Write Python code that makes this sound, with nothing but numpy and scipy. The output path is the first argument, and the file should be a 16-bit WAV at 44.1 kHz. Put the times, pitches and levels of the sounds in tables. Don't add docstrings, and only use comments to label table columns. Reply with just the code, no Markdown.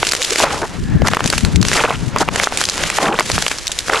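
import sys
import numpy as np
from scipy import signal
from scipy.fft import rfft, irfft
from scipy.io import wavfile
from scipy.ndimage import uniform_filter1d, minimum_filter1d

SR = 44100
rng = np.random.default_rng(int(sys.argv[2]) if len(sys.argv) > 2 else 0)


def output_pcm(signal):
    pcm = np.clip(np.atleast_2d(signal).T, -1, 1) * 32767
    wavfile.write(sys.argv[1], SR, np.round(pcm).astype(np.int16))


N = 176400
TOP_HZ = 13100

# frequency in Hz, gain in dB.
RING_SPECTRUM = [(150, -12.5), (450, 3.5), (1000, -2), (2300, -3), (3500, -11), (10000, -36)]


def cracks(size=2048, count=4):
    # start in seconds, snap level in dB, thud level in dB.
    fractures = [(0.05, -15.5, -28), (0.069, -8.5, -13), (0.0898, -6, -29), (0.1139, -15, -28),
                 (0.1198, -6, -13), (0.1345, -8.0, -4), (0.1505, 2.5, -2), (0.1653, -14.5, -26),
                 (0.2186, -1, -5), (0.2266, 0.5, -19.0), (0.233, -7.0, -22), (0.248, 2.5, -13),
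                 (0.3074, -3, -10), (0.3587, -7, -3.5), (0.395, -2, -13), (1.0723, -12, -9),
                 (1.083, -10, -15), (1.1144, -24.5, -27), (1.1474, -21.5, -17), (1.2414, -17, -19),
                 (1.2598, -5.5, -23), (1.2761, -10, -24), (1.301, -1, -8), (1.3277, -14, -9),
                 (1.38, -5.5, -8.5), (1.4494, -7.5, -9), (1.5594, -4, -20.0), (1.6146, -17, -29),
                 (1.628, -5, -8), (1.651, -10, -9), (1.6843, -4, -11), (1.7159, -15, -6),
                 (1.732, -13.5, -6.5), (1.7689, -12.5, -19), (2.185, -15, -25), (2.208, -7, -17),
                 (2.3592, -6, -3), (2.4356, -5, 0), (2.441, 2, -21), (2.5736, -2.5, -8.5),
                 (2.6134, -9.5, -8), (2.6388, -3, -9.5), (2.6532, 0, -17), (2.6881, -2.5, -8),
                 (2.6976, 4.5, -9), (2.7791, -8.5, -8), (2.8368, -11, -6), (2.9013, -1.5, 3),
                 (3.1961, -9, -6.5), (3.3004, -24, -10), (3.3168, -2.5, -15), (3.4237, -6.0, -7.5),
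                 (3.4648, -7, -10), (3.4813, 3, -3), (3.5144, -16.5, -11.5), (3.5853, -19, -31),
                 (3.6698, -1, -15), (3.679, -3, -21), (3.7176, -6, -21), (3.7888, -2.5, -16.5),
                 (3.8826, -21, -16)]
    # frequency in Hz, gain in dB.
    snap_spectrum = [(300, -42), (1200, -16), (2500, 0), (4500, 4.5), (7500, 3), (9000, -3.5), (11500, -9),
                     (13500, -29.5)]
    burst_decay_s, burst_gap_s, burst_step_db = 0.00069, 0.0022, -7
    shard_centre_hz, shard_decay_s, shard_db = 3454, 0.0011, -5.5
    thud_centre_hz = 1836
    out, t = np.zeros((2, N)), np.arange(size) / SR
    for start, snap_db, thud_db in fractures:
        gaps = burst_gap_s * (.5 + rng.random(count))
        bursts = np.zeros(size)
        for k in range(count):
            add(bursts, gaps[:k].sum(), undb(k * burst_step_db) * np.exp(-t / burst_decay_s))
        shard_hz = min(shard_centre_hz * np.exp(0.365 * rng.standard_normal()), TOP_HZ)
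        shard = undb(shard_db) * np.sin(2 * np.pi * shard_hz * t) * np.exp(-t / shard_decay_s)
        snap = bursts * rng.standard_normal((2, size))
        add(snap[0], 0, shard)
        add(out, start, blow(colour(snap, snap_spectrum), snap_db))
        thud_hz = thud_centre_hz * np.exp(0.14 * rng.standard_normal())
        add(out[0], start, blow(flex(thud_hz), thud_db))
    return out


def flex(hz, size=2048, rise_cycles=0.55, ring_decay_s=0.0022, ring_db=-6):
    t = np.arange(size) / SR
    cycles = t * hz
    age = cycles / rise_cycles
    phase = 0.88 * cycles + 0.18 * (1 - np.exp(-cycles))
    swing = -np.sin(2 * np.pi * phase) * age * np.exp(1 - age)
    ring = unit(colour(rng.standard_normal(size), RING_SPECTRUM)) * np.exp(-t / ring_decay_s)
    return swing + undb(ring_db) * ring


def knocks():
    # start in seconds, level in dB, pitch in Hz.
    breaks = [(0.0294, 6, 1380), (0.4016, 0, 990), (1.0194, -9.5, 583), (1.0858, 5, 910), (1.135, 0, 1330),
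              (1.1696, 4, 1180), (1.1935, -17, 1170), (1.2059, -10, 1150), (1.258, -7, 220),
              (1.335, -9.5, 1630), (1.838, -3.5, 1300), (1.9064, -8, 1160), (2.162, 1.5, 1130),
              (2.211, -2.5, 397), (2.2876, 11, 1270), (2.399, 7, 1590), (2.4721, 3, 1380),
              (2.523, -14.5, 880), (2.9858, 6, 800), (3.189, -5, 1170), (3.207, 4.5, 1120),
              (3.38, -8, 1300), (3.4652, 4.5, 2670), (3.899, 9.5, 1560)]
    out = np.zeros((2, N))
    for start, db, hz in breaks:
        add(out[0], start, blow(flex(hz), db))
    return out


def crunch(flurry_db=2.7, fizz_db=-9, tap_db=-12):
    # time in seconds, level in dB.
    load = [(0, -22.5), (.2, -26.5), (.23, -17.5), (.28, -22), (.43, -16.5), (.47, -33.5), (.53, -26),
            (.76, -38.5), (1.02, -47), (1.07, -24), (1.19, -34.5), (1.27, -26.5), (1.36, -23), (1.5, -35),
            (1.6, -41), (1.69, -19.5), (1.78, -17), (1.85, -31), (2.06, -35), (2.17, -46), (2.21, -13),
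            (2.24, -38), (2.33, -31.5), (2.44, -17), (2.5, -35), (2.58, -23), (2.71, -24), (2.8, -24),
            (3.05, -22.5), (3.12, -39.5), (3.2, -28.5), (3.36, -20), (3.62, -31.5), (3.72, -29.5),
            (3.85, -29.5), (3.93, -21), (4, -25.5)]
    # frequency in Hz, gain in dB.
    splinter_spectrum = [(100, -26), (350, -1), (700, -8.5), (1500, -3), (2800, -2), (7200, -3.5),
                         (9000, -9.5), (11200, -12), (13300, -41)]
    splinters = unit(grains(per_s=2600, spread_db=2.6) * undb(flurry_db * walk(110)))
    fizz = undb(fizz_db) * rng.standard_normal((2, N))
    taps = unit(colour(grains(per_s=83, spread_db=2), RING_SPECTRUM))
    crushed = unit(colour(splinters + fizz, splinter_spectrum))
    return curve(load) * (crushed + undb(tap_db) * taps)


def grinding(count=200, size=768):
    # start in seconds, length in seconds, level in dB, centre pitch in Hz.
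    spells = [(0.385, 0.1, -17.5, 1070), (0.433, 0.016, -9, 1230), (0.452, 0.045, -22, 990),
              (0.503, 0.019, -22.5, 1120), (0.525, 0.11, -25.5, 685), (0.615, 0.05, -18, 810),
              (1.045, 0.043, -17.5, 880), (1.11, 0.052, -25, 1490), (1.748, 0.096, -15.5, 1255),
              (1.84, 0.029, -12.5, 1076), (1.873, 0.099, -21, 1180), (2.156, 0.028, -20, 1300),
              (2.202, 0.038, -12, 890), (2.276, 0.012, -20.5, 1200), (2.379, 0.11, -22.5, 1300),
              (2.772, 0.26, -28, 2280), (2.975, 0.15, -18, 934), (3.023, 0.16, -15.5, 786),
              (3.177, 0.058, -23, 1270), (3.504, 0.044, -27, 2150), (3.892, 0.11, -14, 1130)]
    slips_per_s, force_spread_db, log_pitch_spread, decay_cycles = 900, 4, 0.553, 2.6
    rise_share, fall_share = 0.053, 0.38
    out, t = np.zeros(N), np.arange(size) / SR
    for start, length, db, centre_hz in spells:
        jitter = rng.random(count)
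        pitch, force = rng.standard_normal((2, count))
        spell = np.zeros(int(length * SR))
        for k in range(min(int(length * slips_per_s), count)):
            hz = min(centre_hz * np.exp(log_pitch_spread * pitch[k]), TOP_HZ)
            ring = np.sin(2 * np.pi * hz * t) * np.exp(-t * hz / decay_cycles) * np.sqrt(hz / centre_hz)
            push = (-1) ** k * undb(force_spread_db * force[k])
            add(spell, (k + jitter[k]) / slips_per_s, push * ring)
        progress = np.linspace(0, 1, len(spell))
        fade = np.clip(np.minimum(progress / rise_share, (1 - progress) / fall_share), 0, 1)
        add(out, start, undb(db) * unit(spell) * fade)
    return out


def blips():
    # start in seconds, level in dB, first and last pitch in Hz, length in seconds.
    air_pockets = [(0.192, -22, 487, 510, 0.028), (0.303, -14.5, 296, 545, 0.03),
                   (0.525, -14.5, 760, 840, 0.019)]
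    out = np.zeros(N)
    for start, db, first_hz, last_hz, length in air_pockets:
        hz = np.geomspace(first_hz, last_hz, int(length * SR))
        tone = np.sin(2 * np.pi * np.cumsum(hz) / SR)
        add(out, start, undb(db) * np.sqrt(np.hanning(len(hz))) * tone)
    return out


def wind(flutter_db=5, rumble_db=-37.5):
    # time in seconds, left level in dB, right level in dB.
    gust_levels = [(0, -25, -29), (.12, -33, -48), (.42, -40.5, -37), (.52, -26.5, -41), (.74, -31, -41),
                   (.79, -15, -29), (.91, -9, -20), (1.07, -10, -23), (1.17, -27, -37), (1.26, -14.5, -23),
                   (1.34, -24, -28), (1.44, -9.5, -25), (1.55, -5.5, -12.5), (1.7, -18.5, -29),
                   (1.85, -24.5, -38), (1.98, -16.5, -23), (2.38, -21, -38), (2.51, -36, -56),
                   (2.6, -31.5, -31.5), (2.95, -27.5, -36), (3.2, -39, -46), (3.33, -18, -22.5),
                   (3.55, -46, -40), (4, -40, -47)]
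    # frequency in Hz, gain in dB.
    gust_spectrum = [(15, -23), (30, -6), (75, -2), (190, -2), (350, -14.5), (600, -36), (1300, -65),
                     (4000, -64)]
    rumble_spectrum = [(15, -8), (35, 3.5), (160, -11), (600, -59)]
    gusts = []
    for port in (1, 2):
        eddies = colour(rng.standard_normal(N), gust_spectrum) * undb(flutter_db * walk(45))
        gusts.append(curve(gust_levels, column=port) * unit(eddies))
    rumble = unit(colour(rng.standard_normal((2, N)), rumble_spectrum))
    return np.array(gusts) + undb(rumble_db) * rumble


def clothing(level_db=-34.5, flutter_db=4.5):
    # frequency in Hz, gain in dB.
    cloth_spectrum = [(100, -2), (450, -1.5), (1500, -6.5), (6800, -23), (11500, -70), (13500, -33)]
    level = undb(level_db + flutter_db * walk(18))
    return level * unit(colour(rng.standard_normal((2, N)), cloth_spectrum))


def whistle(start_s=0.74, length_s=0.61, hz=1710, width_hz=110, level_db=-36.5):
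    progress = np.clip((np.arange(N) / SR - start_s) / length_s, 0, 1)
    tone = signal.lfilter(*signal.iirpeak(hz, hz / width_hz, fs=SR), rng.standard_normal(N))
    return undb(level_db) * np.sin(np.pi * progress) * unit(tone)


def ports(mid_side):
    # frequency in Hz, gain of the side signal in dB.
    width = [(200, -25), (700, -9.5), (2000, -12.5), (4000, -11.5), (8000, -7), (12000, -0.5)]
    mid, side = mid_side[0], colour(mid_side[1], width)
    return np.array([mid + side, mid - side])


def undb(db):
    return 10 ** (np.asarray(db) / 20)


def unit(x):
    return x / np.sqrt(np.mean(x ** 2) + 1e-18)


def curve(table, column=1):
    rows = np.array(table)
    return undb(np.interp(np.arange(N) / SR, rows[:, 0], rows[:, column]))


def colour(x, points):
    n, rows = x.shape[-1], np.array(points)
    hz = np.maximum(np.fft.rfftfreq(n, 1 / SR), 1)
    gain = undb(np.interp(np.log(hz), np.log(rows[:, 0]), rows[:, 1]))
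    cepstrum = irfft(np.log(gain), n)
    cepstrum[1:n // 2] *= 2
    cepstrum[n // 2 + 1:] = 0
    return irfft(rfft(x) * np.exp(rfft(cepstrum)), n)


def walk(per_s):
    hold = int(SR / per_s)
    steps = np.repeat(rng.standard_normal(N // hold + 1), hold)
    return unit(uniform_filter1d(steps, hold)[:N])


def grains(per_s, spread_db):
    hit = rng.random(N) < per_s / SR
    size = hit * undb(spread_db * np.minimum(rng.exponential(size=N), 4.5))
    return size * np.array([rng.choice([-1, 1], N), rng.standard_normal(N)])


def add(out, start, sound):
    i = max(int(start * SR), 0)
    part = sound[..., :max(out.shape[-1] - i, 0)]
    out[..., i:i + part.shape[-1]] += part


def blow(x, db, length_s=0.0028):
    return x * undb(db) * np.sqrt(length_s * SR / np.sum(x ** 2, axis=-1, keepdims=True))


def scene():
    return ports(cracks() + knocks() + crunch() + clothing()) + grinding() + blips() + wind() + whistle()


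def record(dry, ceiling=1.126, release_s=0.012, window=24):
    fall = np.arange(N) / SR / release_s
    overshoot = np.log(np.maximum(np.abs(dry).max(axis=0) / ceiling, 1))
    reduction = np.maximum.accumulate(overshoot + fall) - fall
    gain = np.exp(uniform_filter1d(minimum_filter1d(-reduction, window), window))
    treble_cut = signal.ellip(8, .1, 50, TOP_HZ, fs=SR, output="sos")
    return signal.sosfilt(treble_cut, np.clip(dry * gain, -1, 1))


dry = scene()
out = record(dry)
output_pcm(out)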